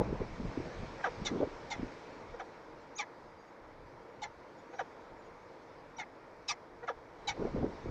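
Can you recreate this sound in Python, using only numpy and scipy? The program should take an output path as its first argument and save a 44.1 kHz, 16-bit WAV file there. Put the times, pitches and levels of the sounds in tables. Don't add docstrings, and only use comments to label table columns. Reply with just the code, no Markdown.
import sys
import numpy as np
from scipy import signal
from scipy.fft import rfft, irfft, next_fast_len
from scipy.io import wavfile
from scipy.ndimage import uniform_filter1d, map_coordinates

SR = 44100
rng = np.random.default_rng(int(sys.argv[2]) if len(sys.argv) > 2 else 0)


def digitize_waveform(pressure):
    field = np.atleast_2d(pressure).T
    bounded = np.clip(field, -1, 1)
    quanta = np.round(bounded * 32767).astype(np.int16)
    wavfile.write(sys.argv[1], SR, quanta)


def invert_db(x):
    u = np.asarray(x, float) / 20
    return 10 ** u


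N = 348390
TIME = np.arange(N) / SR

# (time after the start [s], level under peak [dB], share above 3 kHz [dB],
# share below 1 kHz [dB], throat resonance [Hz], beak resonance [Hz], pitch over start pitch [ratio])
PEEP = [
    (0, -20, 12.5, 0, 2150, 3850, 1),
    (.009, -11.5, 5, 12, 2150, 3756, 0.95),
    (.022, 0.5, -3.5, -1.5, 2140, 3810, .92),
    (.04, -6.5, -11.5, -3, 2060, 3900, .89),
    (.062, -21.5, -16.5, 4, 1950, 3950, 0.88),
]
SQUEAL = [
    (0, -34, 5, 5, 2396, 4300, 1),
    (.012, -11.5, 11, -2, 2420, 4350, .96),
    (.02, 1.5, -4.5, -2, 2418, 4220, .93),
    (.04, -6.5, -2.5, 5, 2330, 4150, .83),
    (.068, -22.5, -22, 0, 2030, 4100, .72),
]
CLUCK = [
    (0, -18, -12, -14, 2480, 3500, 1),
    (.011, -10, -14, -10, 2400, 3500, 0.89),
    (.016, 0.5, -17.5, 0, 1500, 3450, .94),
    (.032, -3, -16, 1, 1370, 3330, .78),
    (.048, -10, -16, 5.5, 1410, 3300, .56),
    (.072, -26.5, -20, 9, 1410, 3400, .52),
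]
MURMUR = [
    (0, -32, -12, 17, 1420, 3900, 1),
    (.008, -1, -21, 5.5, 1420, 3900, .99),
    (.022, -5, -11, 7.5, 1414, 4023, 1),
    (.038, -28, -5, 7, 1395, 4100, 0.765),
]
# (time [s], peak [dB], start pitch [Hz], weight of the low end [dB], brightness [dB])
PEEPS = [
    (1.247, -39, 776, -3, 5.5),
    (1.7, -38.5, 773, 3, -1),
    (4.215, -43.5, 770, 10, 0),
    (5.979, -38, 791, 3, -8.5),
    (7.27, -35.5, 815, 2.5, 2),
]
SQUEALS = [
    (2.974, -34.5, 1295, 2.5, -2),
    (6.475, -33, 1350, 4, 4),
]
MURMURS = [
    (.99, -53, 462, -6, -6),
    (2.33, -56.5, 477, -2, 2),
    (4.725, -52.5, 507, -4, -2),
    (6.823, -50, 479, -2.5, -8),
]
# (time [s], peak [dB], start pitch [Hz], length over the shape [ratio])
CLUCKS = [
    (1.027, -36.5, 866, 0.92),
    (2.387, -44.5, 846, 0.6),
    (4.781, -39, 848, 0.67),
    (6.867, -39.5, 782, .75),
]


def falcons():
    x = np.zeros(N)
    for voice, rows in [(PEEP, PEEPS), (SQUEAL, SQUEALS), (MURMUR, MURMURS)]:
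        for row in rows:
            x += call(voice, *row)
    for s, db, pitch_hz, stretch in CLUCKS:
        x += call(CLUCK, s, db, pitch_hz, stretch=stretch)
    return x


def call(voice, s, db, pitch_hz, low_db=0, high_db=0, stretch=1):
    gape_hz = 185 * high_db * (voice is SQUEAL)
    rows = np.multiply(voice, [stretch, 1, 1, 1, 1, 1, pitch_hz])
    rows = rows + [s, db, high_db, low_db, 0, gape_hz, 0]
    rest_hz = 461
    rows[:, -1] = np.maximum(rows[:, -1], rest_hz)
    sound = chirp(rows, jitter=.012, rasp=.33)
    return np.pad(sound, (round(s * SR), N))[:N]


BREATH = signal.butter(3, [2600, 7600], "bandpass", fs=SR, output="sos")


def chirp(rows, jitter, rasp):
    t = np.arange(rows[0][0], rows[-1][0], 1 / SR)
    size = len(t)
    level_db, high_db, low_db, throat_hz, beak_hz, pitch = curves(rows, t)
    late = np.linspace(0, 1, size)
    unsteady = 1 + jitter * (.5 + 2 * late ** 2) * wobble(306.3, size=size)
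    phase = 2 * np.pi * np.cumsum(pitch * unsteady) / SR
    strained = np.mean(throat_hz) > 1800
    throat_hz = throat_hz + (2480 - throat_hz) * np.exp(-((t - t[0]) / 0.0048) ** 2)

    k = np.arange(1, 29)[:, None] / 2
    hz = k * pitch
    throat = np.where(strained, .06, .2) + 1 / (1 + ((hz - throat_hz) / 350) ** 2)
    throat = throat * (hz > 1200) / (1 + (hz / 2900) ** 8)
    beak = 0.18 + 1 / (1 + ((hz - beak_hz) / 380) ** 2)
    beak = beak + .5 / (1 + ((hz - (1.95 - .5 * late) * beak_hz) / 600) ** 2)
    beak = invert_db(high_db) * beak / (1 + (2900 / hz) ** 8)
    chest = invert_db(low_db - 4.5) * (hz <= 1200) * (k >= 1) * np.clip(650 / hz, .6, 1.5) ** 2
    chest = chest * np.where(strained & (hz < 950), .12, 1)

    drift = .6 * wobble(100, size=size)
    sac = invert_db(low_db - 12.0) * strained * np.clip(850 / pitch, 0, 1) ** 3
    sac = sac * np.cos(2 * np.pi * 865 * t + 2.08 * drift)

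    whole = np.where(k % 1 == 0, 1, 0.034 + .5 * late ** 2)
    flicker = invert_db(1.5 * np.array([wobble(150, size=size) for _ in k]))
    voice = np.cos(k * phase + rng.uniform(0, 2 * np.pi, k.shape))
    turbulence = np.array([wobble(889, size=size) for _ in k])
    smear = 1 + rasp * (1.2 + 1.4 * late) * turbulence
    tone = np.sum((throat + beak + chest) * whole * flicker * smear * voice, axis=0)

    breath = unit(signal.sosfilt(BREATH, rng.standard_normal(size)))
    breath = breath * invert_db(high_db - 9) * (1 + np.cos(phase))
    return invert_db(level_db) * signal.windows.tukey(size, .15) * (tone + breath + sac)


# (frequency [Hz], width [Hz], level [dB])
BOX = [(464, 230, -0.5), (800, 140, 11), (1130, 250, 4), (1350, 111, 6.5), (1720, 280, 3.5), (2150, 350, 3),
       (2550, 500, -1), (3156, 93, 4), (3450, 74, 4.5), (4090, 880, -1.5), (5160, 1170, -2), (5820, 470, 3),
       (6600, 350, -3), (7050, 450, -5)]


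def box(x, wet_db, t60):
    def response(f):
        total = 0
        for k, (centre, width, db) in enumerate(BOX):
            damping = 1j * f * width
            total = total + (-1) ** k * invert_db(db) * damping / (centre * centre - f * f + damping)
        return total / (1 + (f / 8300) ** 6)

    rung = filtered(x, response)
    t = np.arange(SR // 8) / SR
    tail = rng.standard_normal(len(t)) * invert_db(-60 * t / t60) * (t > .002)
    tail = tail / np.linalg.norm(tail)
    return rung + invert_db(wet_db) * signal.fftconvolve(rung, tail)[:N]


# (time [s], length [s], start pitch [Hz], end pitch [Hz], level [dB])
WHISTLES = [(2.953, 0.02, 5719, 6500, -52), (2.961, 0.024, 6680, 6640, -45.5),
            (4.749, 0.042, 5462, 6000, -64), (5.966, 0.016, 5800, 5740, -52), (2.79, .06, 7250, 7250, -81),
            (3.13, .06, 4870, 4800, -76), (3.285, .055, 4780, 4830, -75), (3.365, 0.0775, 4750, 4800, -72),
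            (3.461, .045, 4700, 4550, -75), (3.38, 0.0639, 6500, 6600, -77),
            (3.457, 0.055, 6740, 6530, -77), (4.575, 0.038, 6700, 6940, -72),
            (4.701, 0.099, 6480, 6500, -74), (4.705, 0.076, 4250, 4350, -77), (5.18, .04, 7200, 6900, -77),
            (5.236, 0.053, 6750, 6650, -75), (5.758, 0.0755, 4700, 4927, -76)]


def whistles():
    x = np.zeros(N)
    for s, length, from_hz, to_hz, db in WHISTLES:
        u = np.arange(round(length * SR)) / (length * SR)
        pitch = (from_hz + (to_hz - from_hz) * u) * (1 + 0.0061 * wobble(150, size=len(u)))
        tone = np.sin(2 * np.pi * np.cumsum(pitch) / SR)
        x[round(s * SR):][:len(u)] += invert_db(db) * np.sin(np.pi * u) * tone
    return x


# (time [s], peak [dB], ring [Hz])
PUFFS = [(.003, -27, 305), (.012, -8, 520), (0.026, -33, 330), (0.093, -27, 252), (0.126, -17, 352),
         (.215, -19.5, 318.6), (.399, -24.5, 200), (0.444, -32, 150), (0.574, -19.5, 280), (.6, -23.5, 286),
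         (.83, -30, 203), (1.217, -26.5, 190), (1.314, -20, 390), (1.373, -27, 277), (1.403, -15.5, 405),
         (1.43, -21, 365), (1.444, -23.5, 510), (1.471, -27.5, 280), (1.794, -28, 220), (1.829, -21.5, 300),
         (7.395, -25, 354), (7.423, -21, 393), (7.47, -22.5, 500), (7.547, -20, 290), (7.561, -18.5, 434),
         (7.58, -26, 293), (7.609, -27, 220), (7.643, -12, 478), (7.666, -26, 274), (7.858, -23.5, 480)]


def puffs():
    x = np.zeros(N + SR)
    t = np.arange(SR // 20) / SR
    for s, db, hz in PUFFS:
        swell = (1 - np.exp(-t / 0.0021)) * invert_db(-60 * t * hz / 9)
        pitch = hz * (1 + 0.29 * wobble(270, size=len(t)))
        swing = np.sin(2 * np.pi * np.cumsum(pitch) / SR)
        x[round(s * SR):][:len(t)] += invert_db(db + 1.0) * swell * swing
    return x[:N]


# (time [s], half length [s], flutter [dB], deep pressure [dB])
GUSTS = [(0.005, 0.025, -25, -36), (0.099, 0.059, -37, -39), (0.228, 0.036, -42, -41),
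         (0.317, 0.046, -52, -44), (0.466, 0.072, -45, -47), (0.598, 0.03, -41, -43),
         (0.666, .03, -45.5, -51), (0.835, 0.084, -48, -44), (1.21, 0.043, -44.5, -45.5),
         (1.306, 0.044, -40.5, -45), (1.382, 0.041, -37.5, -50), (1.442, 0.03, -39, -50),
         (1.817, .055, -44.5, -45), (2.329, 0.042, -70, -59.5), (3.736, 0.13, -66, -58),
         (7.418, 0.048, -36.5, -52), (7.49, 0.048, -50, -50), (7.607, 0.074, -35, -42.5),
         (7.765, 0.047, -51, -54), (7.904, 0.052, -41.5, -35.5)]
# (frequency [Hz], density [dB per Hz])
FLUTTER = [(47, -28), (80, -10.5), (113, -11), (247, -0.5), (340, -4.5), (429, -3.5), (468, -5), (774, -15),
           (1500, -25.5), (1950, -50), (3300, -120)]


def gusts():
    wind_db, = curves(WIND)
    fast = invert_db(-81.5 + 1.75 * (wind_db - wind_db.mean()))
    slow = 0
    fade_db = 9
    for s, half, flutter_db, deep_db in GUSTS:
        fast = fast + invert_db(flutter_db - fade_db * ((TIME - s) / half) ** 2)
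        slow = slow + invert_db(deep_db - fade_db * ((TIME - s) / (1.06 * half)) ** 2)
    lumps = invert_db(2.3 * wobble(30) + 3 * wobble(110))
    flutter = fast * unit(lumps * rush(FLUTTER, patchy_db=3.0))
    swings = slow * unit(invert_db(2.5 * wobble(14)) * rush(DEEP, patchy_db=1.2))
    return flutter + swings


# (time [s], strength [dB])
WIND = [(0.0, -64), (0.33, -65), (0.61, -61.5), (1.98, -65), (2.62, -71), (3.78, -75.5), (4.05, -74.5),
        (4.66, -72.5), (5.81, -73), (6.69, -75), (7.15, -74), (7.3, -69), (7.44, -66), (7.9, -67.5)]
# (frequency [Hz], density [dB per Hz])
CITY = [(53, -27.5), (90, -9.5), (161, -7), (231, -6), (293, -2), (361, 0), (383, -6.5), (452, 2.5),
        (494, 0.5), (541, -0.5), (751, -6), (940, -1.5), (1040, -6), (2270, -17), (3200, -68.5),
        (4160, -72), (7040, -120)]
HISS = [(1350, -7), (2300, -1.5), (2860, -8.5), (5390, -10.5), (6690, -18), (8690, -31), (11300, -62.5),
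        (19100, -120)]
DEEP = [(8.8, -24), (15, -7.5), (28, 4.5), (59, -0.5), (160, -3), (210, -12.5), (350, -120)]


def air():
    wind_db, = curves(WIND)
    swell_db = wind_db - wind_db.mean()
    city_db = -52 + 0.49 * swell_db
    rumble_db = -64.5 + .9 * swell_db + 2.8 * wobble(4.5)
    hiss_db = wind_db + 4.5 + 0.37 * wobble(2.62)
    city = invert_db(city_db) * rush(CITY, patchy_db=0.7)
    hiss = invert_db(hiss_db) * rush(HISS, patchy_db=1.5)
    rumble = invert_db(rumble_db) * rush(DEEP, patchy_db=3)
    return city + hiss + rumble


# (frequency [Hz], density [dB per Hz])
SELF_NOISE = [(6000, -9), (9000, -8), (11500, -9.5), (13700, -11), (14400, -19)]


def self_noise():
    return invert_db(-91.5) * rush(SELF_NOISE, patchy_db=-0.8)


def rush(spectrum, patchy_db):
    z = signal.stft(rng.standard_normal(N), nperseg=512)[2]
    field = uniform_filter1d(rng.standard_normal(z.shape), size=6, axis=0)
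    field = uniform_filter1d(field, size=12, axis=1)
    patchy = signal.istft(z * invert_db(patchy_db * unit(field)), nperseg=512)[1][:N]
    f, db = np.transpose(spectrum)

    def colour(hz):
        return invert_db(np.interp(np.log(hz + 1), np.log(f), db, -120, -120))

    return unit(filtered(patchy, colour))


def filtered(x, response):
    m = next_fast_len(N + SR // 2)
    return irfft(rfft(x, m) * response(np.fft.rfftfreq(m, 1 / SR)), m)[:N]


def wobble(rate, size=N):
    return map_coordinates(rng.standard_normal(size), [np.arange(size) * rate / SR])


def curves(rows, t=TIME):
    s, *cols = np.transpose(rows)
    return [np.interp(t, s, c) for c in cols]


def unit(x):
    return x / np.sqrt(np.mean(x ** 2) + 1e-20)


def scene():
    birds = box(invert_db(1.5) * falcons(), wet_db=-2, t60=0.021)
    return (birds + whistles() + air() + gusts() + puffs())[None]


def roll_off(x):
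    return signal.sosfilt(signal.butter(12, 14400, fs=SR, output="sos"), x)


def record(dry):
    return roll_off(dry + self_noise())


dry = scene()
out = record(dry)
digitize_waveform(out)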